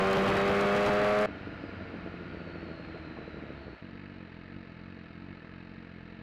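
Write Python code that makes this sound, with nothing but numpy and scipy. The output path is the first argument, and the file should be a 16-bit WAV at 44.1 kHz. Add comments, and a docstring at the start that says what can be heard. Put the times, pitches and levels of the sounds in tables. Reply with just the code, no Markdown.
"""A racing motorcycle howls at full throttle in buffeting wind, its gears whining. Then the scene
changes abruptly to the same bike rolling to a stop: the exhaust burbles, unburnt fuel pops in the
pipe and a thin whine sinks. The clutch comes in and the engine settles to a lumpy, clattering idle.
The howl is a stack of tones tied to engine speed. At low speed each firing is a puff that echoes in
the pipe, while the chain and valves rattle the engine case."""
import sys
import numpy as np
from scipy import signal
from scipy.fft import rfft, irfft, next_fast_len
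from scipy.io import wavfile
from scipy.ndimage import uniform_filter1d, minimum_filter1d, map_coordinates

SR = 44100
rng = np.random.default_rng(int(sys.argv[2]) if len(sys.argv) > 2 else 0)


def bounce(signal):
    """Save signal as a 16-bit WAV file at the path given by the first command-line argument."""
    frames = np.transpose(np.atleast_2d(signal))
    limited = np.clip(frames, -1, 1)
    pcm = np.round(limited * 32767).astype(np.int16)
    wavfile.write(sys.argv[1], SR, pcm)


N = 274302
TIME = np.arange(N) / SR
COAST_S, CLUTCH_S, IDLE_S = 1.26, 3.765, 3.815  # when coasting, the clutch and the idle begin
IDLE_HZ = 49.413  # engine speed counts cycles per second; one cycle is two turns of the crank
EASING_DB_PER_S = 0.96  # the wind and the exhaust rasp slowly get quieter

# Engine speed at full throttle and when coasting. Each row: time in seconds, cycles per second.
THROTTLE_SPEED = [(0.0, 96.3), (1.24, 104.8)]
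COAST_SPEED = [(1.3, 49.29), (1.9, 45.74), (2.25, 43.82), (2.7, 41.32), (3.1, 39.31), (3.5, 36.82),
               (3.8, 28.15)]
# Stumbles of the idle. Each row: time in seconds, cycles per second lost, sag time in seconds.
STUMBLES = [(3.91, 3.46, 0.111), (4.356, 6.299, 0.198), (4.754, 6.527, 0.14), (5.11, 6.112, 0.169),
            (5.437, 8.359, 0.073), (5.617, 2.878, 0.107), (6.037, 3.656, 0.26)]
# Tones of the exhaust at full throttle. Each row: multiple of the engine speed, level in dB.
EXHAUST_TONES = [(2, -36.2), (4, -33), (5, -35), (6, -35.3), (7, -40), (8, -45.5), (10, -54.5), (11, -40),
                 (12, -40.3), (13, -44.5), (14, -48)]
# Pitches at which the pipe rings. Each row: pitch in Hz, width in Hz, boost in dB.
PIPE_RESONANCES = [(197, 8, 3.5), (388, 26, 2.6), (626, 19, 8), (768, 15, 10), (1047, 16, 10),
                   (2215, 25, 9)]
# Echoes inside the pipe. Each row: delay in seconds, share that returns (negative flips the wave).
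PIPE_ECHOES = [(.0063, 0.15), (.0078, -0.28), (.0095, 0.19), (0.0122, .12), (0.0177, 0.12)]
# Unburnt fuel popping in the pipe. Each row: time in seconds, level in dB.
FUEL_POPS = [(1.288, -27.7), (1.473, -31.4), (1.528, -32.7), (1.64, -28.0), (1.736, -32.5), (1.811, -30.5),
             (1.942, -27.1), (1.964, -31.1), (2.063, -28.9), (2.075, -29.0), (2.142, -29.3), (2.21, -30.8),
             (2.347, -29.1), (2.405, -30.8), (2.417, -31.2), (2.475, -31.6), (2.558, -27.5), (2.63, -29.6),
             (2.689, -31.3), (2.702, -30.4), (2.714, -33.0), (2.799, -32.1), (2.947, -31.0), (3.188, -30.4),
             (3.279, -29.5), (3.345, -31.9), (3.371, -30.8), (3.438, -31.3), (3.506, -30.2), (3.682, -31.8)]
# Gurgles in the silencer. Each row: time in seconds, pitch in Hz, swell time in seconds, level in dB.
GURGLES = [(2.964, 650, 0.013, -43), (3.173, 790, 0.0042, -45), (3.179, 1100, .005, -48)]
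# Pitches at which the engine case rings. Each row: pitch in Hz, width in Hz, relative strength in dB.
CASE_RESONANCES = [(660, 51, 7.5), (862, 33, 3), (1293, 61, -3.5), (1290, 35, -21.5), (1725, 140, -4),
                   (2176, 25, -2.5), (2556, 49, -3), (3760, 86, 0.5), (4030, 94, 1), (4490, 80, -5.5),
                   (4860, 59, -7.5), (7060, 140, -13.5)]
# Gear whine at full throttle. Each row: multiple of the gear tone, loudest time in seconds, level in dB.
GEAR_TONES = [(4, 0.48, -47), (5, .1, -51.5), (6, 0.46, -58), (7, 0.66, -59.5)]
# Transmission whine when coasting. Each row: time in seconds, level in dB.
WHINE_LEVELS = [(1.3, -88), (1.65, -74), (2.1, -83), (2.5, -67), (3.1, -65), (3.5, -70), (3.8, -95)]
# Gusts of wind. Each row: time in seconds, boost of the buffeting in dB.
GUSTS = [(.18, 12.5), (.28, 12), (.35, 9), (.40, 1.5), (0.502, 10), (.645, 8), (.76, 4.5), (.88, 11),
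         (1.01, 5.5)]
# Crackles of wind. Each row: time in seconds, level in dB, boost of the hiss in dB.
CRACKLES = [(.131, -33.5, 2), (.167, -41, 3.5), (.283, -37, 3.5), (.377, -41, 3), (.478, -39, 2),
            (.612, -36.5, 4), (.764, -39, 2.5), (.863, -43, 5)]

# The tone colour of each sound, from bass to treble. Each row: frequency in Hz, relative level in dB.
RASP_COLOUR = [(410, -11), (700, -2.5), (967, -13.5), (1100, -13), (1240, -2.5), (2380, -12), (2580, -15),
               (2790, -14.5), (3230, -18), (6000, -37.5), (7800, -42), (13200, -120)]  # exhaust rasp at full throttle
BURBLE_COLOUR = [(20, -34), (45, 8.5), (90, 3.5), (130, 5), (200, 4), (330, 4.5), (400, -7.5), (480, 0.5),
                 (660, -13), (800, -28), (1500, -37), (4000, -79)]  # exhaust puffs when coasting
POP_COLOUR = [(30, -41), (100, -15), (200, 4.5), (340, 4), (500, 2), (680, -6.5), (900, -26), (1500, -26),
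              (4000, -69)]  # fuel popping
THUMP_COLOUR = [(20, -32), (45, -4), (90, 2), (135, 5.5), (185, 2.5), (260, 4), (325, -3), (385, -18),
                (500, -29), (700, -36), (1200, -44.5), (4000, -85)]  # exhaust puffs at idle
CHAIN_COLOUR = [(350, -14.5), (600, -6.5), (800, -11.5), (1050, -12.5), (1400, -6.5), (1900, -8.5),
                (2600, -12), (3000, -15.5), (3450, -24), (4150, -22), (5000, -31.5), (6600, -45.5),
                (9000, -53.5), (11000, -68), (14000, -100)]  # engine case and chain when coasting
CLATTER_COLOUR = [(300, -7.5), (480, 1), (560, -10.5), (780, -14.5), (1050, -9.5), (1600, -6), (2200, -7.5),
                  (2900, -11.5), (3400, -21.5), (4400, -22.5), (5400, -34), (6600, -44.5), (9000, -51.5),
                  (13000, -90)]  # engine case at idle
TICK_COLOUR = [(2500, -25), (3900, 0), (4400, 0), (5000, -14), (7000, -34), (11000, -60)]  # valves closing
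BUFFET_COLOUR = [(15, -60), (30, -30), (50, -8.5), (110, -2), (300, -2), (650, -6), (950, -7.5),
                 (1500, -17), (3000, -21), (8000, -52)]  # low buffeting of the wind
HISS_COLOUR = [(1500, -44), (4000, 5), (6000, -4), (8000, -9), (11000, -14.5), (15500, -23)]  # hiss and crackle of the wind
RUMBLE_COLOUR = [(15, -48), (28, -29), (45, -2), (90, 0.5), (300, 1), (600, -15.5), (1200, -16.5),
                 (5000, -68.5)]  # tyre rumble, and the low rumble under the idle


def exhaust_howl(speed, cycle):
    """Fast firings make a stack of tones; each grows louder as it climbs through a pipe resonance."""
    high_tones = [(multiple, -48 - 0.63 * (multiple - 15)) for multiple in range(15, 26)]
    howl = 0
    for multiple, db in EXHAUST_TONES + high_tones:
        hz = multiple * speed
        boost_db = sum(lift * np.exp(-((hz - ring) / width) ** 2) for ring, width, lift in PIPE_RESONANCES)
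        howl += shaft_tone(cycle, multiple, db + boost_db, waver_db=1.1, smear=.02)
    return howl


def exhaust_rasp(cycle):
    """Rough noise pulses with the firings, twice a cycle, and surges with the wind's crackles."""
    rasp = unit(noise(RASP_COLOUR) * (.45 + bursts(2 * cycle, width=.31)))
    return amp(-32.5 + 0.66 * surge_db() - EASING_DB_PER_S * TIME) * rasp


def coasting_burble(speed_lost, cycle):
    """Weak, uneven firings burble over a drone and tyre rumble; all fade with speed and the clutch."""
    puff_cycle = cycle - .06  # the puffs lag slightly behind the engine
    kicks = firings(puff_cycle, cylinder_db=[12, -14, 9, -12])
    burble = amp(-49) * unit(pipe_echoes(coloured(kicks, BURBLE_COLOUR)))
    drone = amp(-56.5 + 0.83 * wobble(15)) * np.cos(2 * np.pi * 2 * puff_cycle + .3 * wobble(25))
    tyres = amp(-46) * noise(RUMBLE_COLOUR)
    fade_db = -0.19 * speed_lost - 21 * fade_in(CLUTCH_S, fade_s=0.047)
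    return amp(fade_db) * (burble + drone + tyres)


def fuel_pops(cycle):
    """Fuel lights in the hot pipe: single hard puffs, and smaller ones on random firings."""
    pop_s, pop_db = np.transpose(FUEL_POPS)
    firing_count = int(2 * np.interp(CLUTCH_S, TIME, cycle))
    firing_s = np.interp(np.arange(firing_count) / 2, cycle, TIME)
    lit = rng.random(firing_count) < .14  # about one firing in seven
    kicks = spikes(pop_s, amp(pop_db)) + spikes(firing_s, amp(-38) * lit)
    one_pop_height = coloured(spikes(pop_s[:1], [1]), POP_COLOUR).max()
    return -pipe_echoes(coloured(kicks, POP_COLOUR)) / one_pop_height


def idle_thumps(speed, cycle):
    """One strong exhaust puff a cycle; the slower the engine turns, the weaker it thumps."""
    kicks = firings(cycle, cylinder_db=[25, -24, -27, -23])
    thumps = -pipe_echoes(coloured(kicks, THUMP_COLOUR))
    level_db = -44.5 + 0.66 * (speed - IDLE_HZ)
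    return amp(level_db) * thumps / np.std(thumps[TIME > IDLE_S])


def idle_speed():
    """The idle sinks slowly; in each stumble it sags, then recovers in about half the time."""
    sags = sum(lost * swell(s, np.where(TIME < s, sag_s, .553 * sag_s)) for s, lost, sag_s in STUMBLES)
    return IDLE_HZ - 1.276 * (TIME - IDLE_S) - sags


def firings(cycle, cylinder_db, scatter_db=1.4):
    """Each cylinder kicks once a cycle with its own strength, and no two kicks are alike."""
    cylinders = len(cylinder_db)
    index = np.arange(int(cycle[-1] * cylinders))
    level_db = np.array(cylinder_db)[index % cylinders] + scatter_db * rng.standard_normal(len(index))
    return spikes(np.interp(index / cylinders, cycle, TIME), amp(level_db))


def pipe_echoes(x):
    """Each puff bounces back from the ends and joints of the exhaust."""
    def response(hz):
        return 1 + sum(share * np.exp(-2j * np.pi * hz * delay) for delay, share in PIPE_ECHOES)
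    return filtered(x, response)


def wind():
    """Rushing air buffets and hisses in lumps, with brief sharp crackles."""
    gust_db = sum(db * swell(s, .028) for s, db in GUSTS)
    lumps = wobble(70.4)
    buffet = amp(-35 + gust_db) * unit(noise(BUFFET_COLOUR) * amp(1.37 * lumps))
    hiss = amp(-52 + surge_db()) * unit(noise(HISS_COLOUR) * amp(0.47 * lumps + 4 * wobble(500)))
    crackle_s, crackle_db, _ = np.transpose(CRACKLES)
    decay = amp(-60 * TIME[:SR // 20] / 0.012)  # falls 60 dB in 12 milliseconds
    crackle_level = signal.fftconvolve(spikes(crackle_s, amp(crackle_db)), decay)[:N]
    return amp(-EASING_DB_PER_S * TIME) * (buffet + hiss) + crackle_level * noise(HISS_COLOUR)


def surge_db():
    """The air roars up around each crackle."""
    return sum(db * swell(s, .02) for s, _, db in CRACKLES)


def gear_whine(cycle):
    """Meshing gears sing; each tone swells and fades, blurred by the play between the teeth."""
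    gear_cycle = 6.46 * cycle
    whine = 0
    for multiple, loudest_s, db in GEAR_TONES:
        fade_db = 6.5 * ((TIME - loudest_s) / 0.83) ** 2
        whine += shaft_tone(gear_cycle, multiple, db - fade_db, waver_db=2, smear=.2)
    return whine


def chain_rattle(speed_lost, cycle):
    """The chain rattles the engine case and rings the sprocket, more softly as the bike slows."""
    rattle = rng.standard_normal(N) * (2 + bursts(2 * cycle, width=0.054))
    sprocket = unit(filtered(rattle, lambda hz: 1 / (1 + 1j * (hz - 1410) / 65) ** 2))  # rings at 1410 Hz
    case = engine_case(rattle, CHAIN_COLOUR, ring_db=-4.5)
    return amp(-48 - 0.26 * speed_lost) * (case + amp(-10.5 - .45 * speed_lost) * sprocket)


def valve_clatter(cycle):
    """Valves clatter on each thump and a third of a cycle later, and close with a light, bright tick."""
    knocks = 1 + 1.1 * bursts(cycle - .02, width=.1) + .95 * bursts(cycle - .31, width=.09)
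    level_db = np.interp(TIME, [IDLE_S, 4.5, 6.2], [-54, -55, -55.5])
    clatter = amp(level_db) * engine_case(rng.standard_normal(N) * knocks, CLATTER_COLOUR, ring_db=4)
    ticks = amp(-81.5) * unit(noise(TICK_COLOUR) * bursts(cycle + .02, width=.1))
    return clatter + ticks


def engine_case(x, colour, ring_db):
    """Rattling parts make the metal case ring at its own pitches."""
    def response(hz):
        ringing = sum(amp(db) * 1j * hz * width / (pitch ** 2 - hz ** 2 + 1j * hz * width)
                      for pitch, width, db in CASE_RESONANCES)
        return 1 + amp(ring_db) * ringing
    return unit(filtered(coloured(x, colour), response))


def gurgles():
    """Brief hollow tones swell and die in the silencer."""
    return sum(amp(db) * swell(s, swell_s) * np.sin(2 * np.pi * hz * TIME + 0.56 * wobble(300))
               for s, hz, swell_s, db in GURGLES)


def transmission_whine(cycle):
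    """The slack drive snatches at each turn of the crank, so its whine comes in short, blurred chirps."""
    teeth_per_cycle = 104
    tone = np.sin(2 * np.pi * teeth_per_cycle * cycle + .7 * wobble(220) + 5 * wobble(25))
    chirps = unit(tone * bursts(2 * cycle - .3, width=.24))
    return amp(curve(WHINE_LEVELS) + wobble(25)) * chirps


def brake_squeal():
    """The brake disc gives a faint, rough squeal as the bike slows."""
    disc = sum(np.sin(2 * np.pi * hz * TIME + 1.3 * wobble(200)) for hz in (4130, 4400))
    return amp(-68) * swell(3.66, .14) * disc


def shaft_tone(cycle, multiple, db, waver_db, smear):
    """A tone that follows a turning shaft, wavering a little in pitch and loudness."""
    phase = 2 * np.pi * (multiple * cycle + rng.random()) + smear * np.sqrt(multiple) * wobble(34)
    return np.sqrt(2) * amp(db + waver_db * wobble(13.2)) * np.sin(phase)


def amp(db):
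    """Turn decibels into a number to multiply by."""
    return 10 ** (np.asarray(db) / 20)


def unit(x):
    """Scale a sound so that its average (rms) level is 1."""
    return x / np.sqrt(np.mean(x ** 2) + 1e-20)


def curve(rows):
    """Join (time, value) points with straight lines."""
    return np.interp(TIME, *np.transpose(rows))


def wobble(rate):
    """A smooth curve through `rate` random values a second."""
    return map_coordinates(rng.standard_normal(int(N * rate / SR) + 4), [TIME * rate])


def swell(peak_s, swell_s):
    """A smooth hump of height 1, down to about a third at swell_s either side of its peak."""
    return np.exp(-((TIME - peak_s) / swell_s) ** 2)


def fade_in(middle_s, fade_s):
    """A quick fade from 0 to 1."""
    return np.clip((TIME - middle_s) / fade_s + .5, 0, 1)


def bursts(cycle, width):
    """One smooth burst every cycle; the width is a share of the cycle."""
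    return np.exp(-(((cycle + .5) % 1 - .5) / width) ** 2)


def spikes(times, sizes):
    """Kicks one sample long at the given times."""
    return np.bincount(np.clip(np.round(times * SR).astype(int), 0, N), sizes, N + 1)[:N]


def filtered(x, response):
    """Multiply each frequency in a sound by response(hz)."""
    size = next_fast_len(N + SR // 2)
    return irfft(rfft(x, size) * response(np.fft.rfftfreq(size, 1 / SR)), size)[:N]


def coloured(x, colour):
    """Shape a sound's bass and treble with a tone colour table."""
    points_hz, db = np.transpose(colour)
    return filtered(x, lambda hz: amp(np.interp(np.log(hz + 1), np.log(points_hz), db)))


def noise(colour):
    """Noise with the given tone colour and an average level of 1."""
    return unit(coloured(rng.standard_normal(N), colour))


def scene():
    """Full throttle switches abruptly to coasting, which gives way to the idle."""
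    speed = curve(THROTTLE_SPEED)
    cycle = np.cumsum(speed) / SR  # engine cycles turned so far
    racing = exhaust_howl(speed, cycle) + gear_whine(cycle) + exhaust_rasp(cycle) + wind()

    speed = curve(COAST_SPEED)
    speed_lost = speed[0] - speed
    cycle = np.cumsum(speed * (TIME > COAST_S)) / SR - .43
    coasting = coasting_burble(speed_lost, cycle) + chain_rattle(speed_lost, cycle)
    coasting += transmission_whine(cycle) + fuel_pops(cycle) + gurgles()

    speed = idle_speed()
    cycle = np.cumsum(speed * (TIME > IDLE_S)) / SR - .492 + .008 * wobble(22)  # slightly uneven timing
    idling = idle_thumps(speed, cycle) + valve_clatter(cycle) + amp(-57) * noise(RUMBLE_COLOUR)

    to_coast, to_idle = fade_in(COAST_S, fade_s=0.0036), fade_in(IDLE_S, fade_s=0.01)
    stopping = (1 - to_idle) * coasting + to_idle * idling + brake_squeal()
    return ((1 - to_coast) * racing + to_coast * stopping)[None]


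def record(dry):
    """A fast limiter turns down the loudest peaks, and the highest treble is removed."""
    ceiling_db, hold_samples, top_hz = -20.8, int(0.0011 * SR), 15500
    needed_gain = np.minimum(1, amp(ceiling_db) / (np.abs(dry[0]) + 1e-9))
    smooth_gain = uniform_filter1d(minimum_filter1d(needed_gain, hold_samples), hold_samples)
    return filtered(dry[0] * smooth_gain, lambda hz: hz < top_hz)[None]


dry = scene()
out = record(dry)
bounce(out)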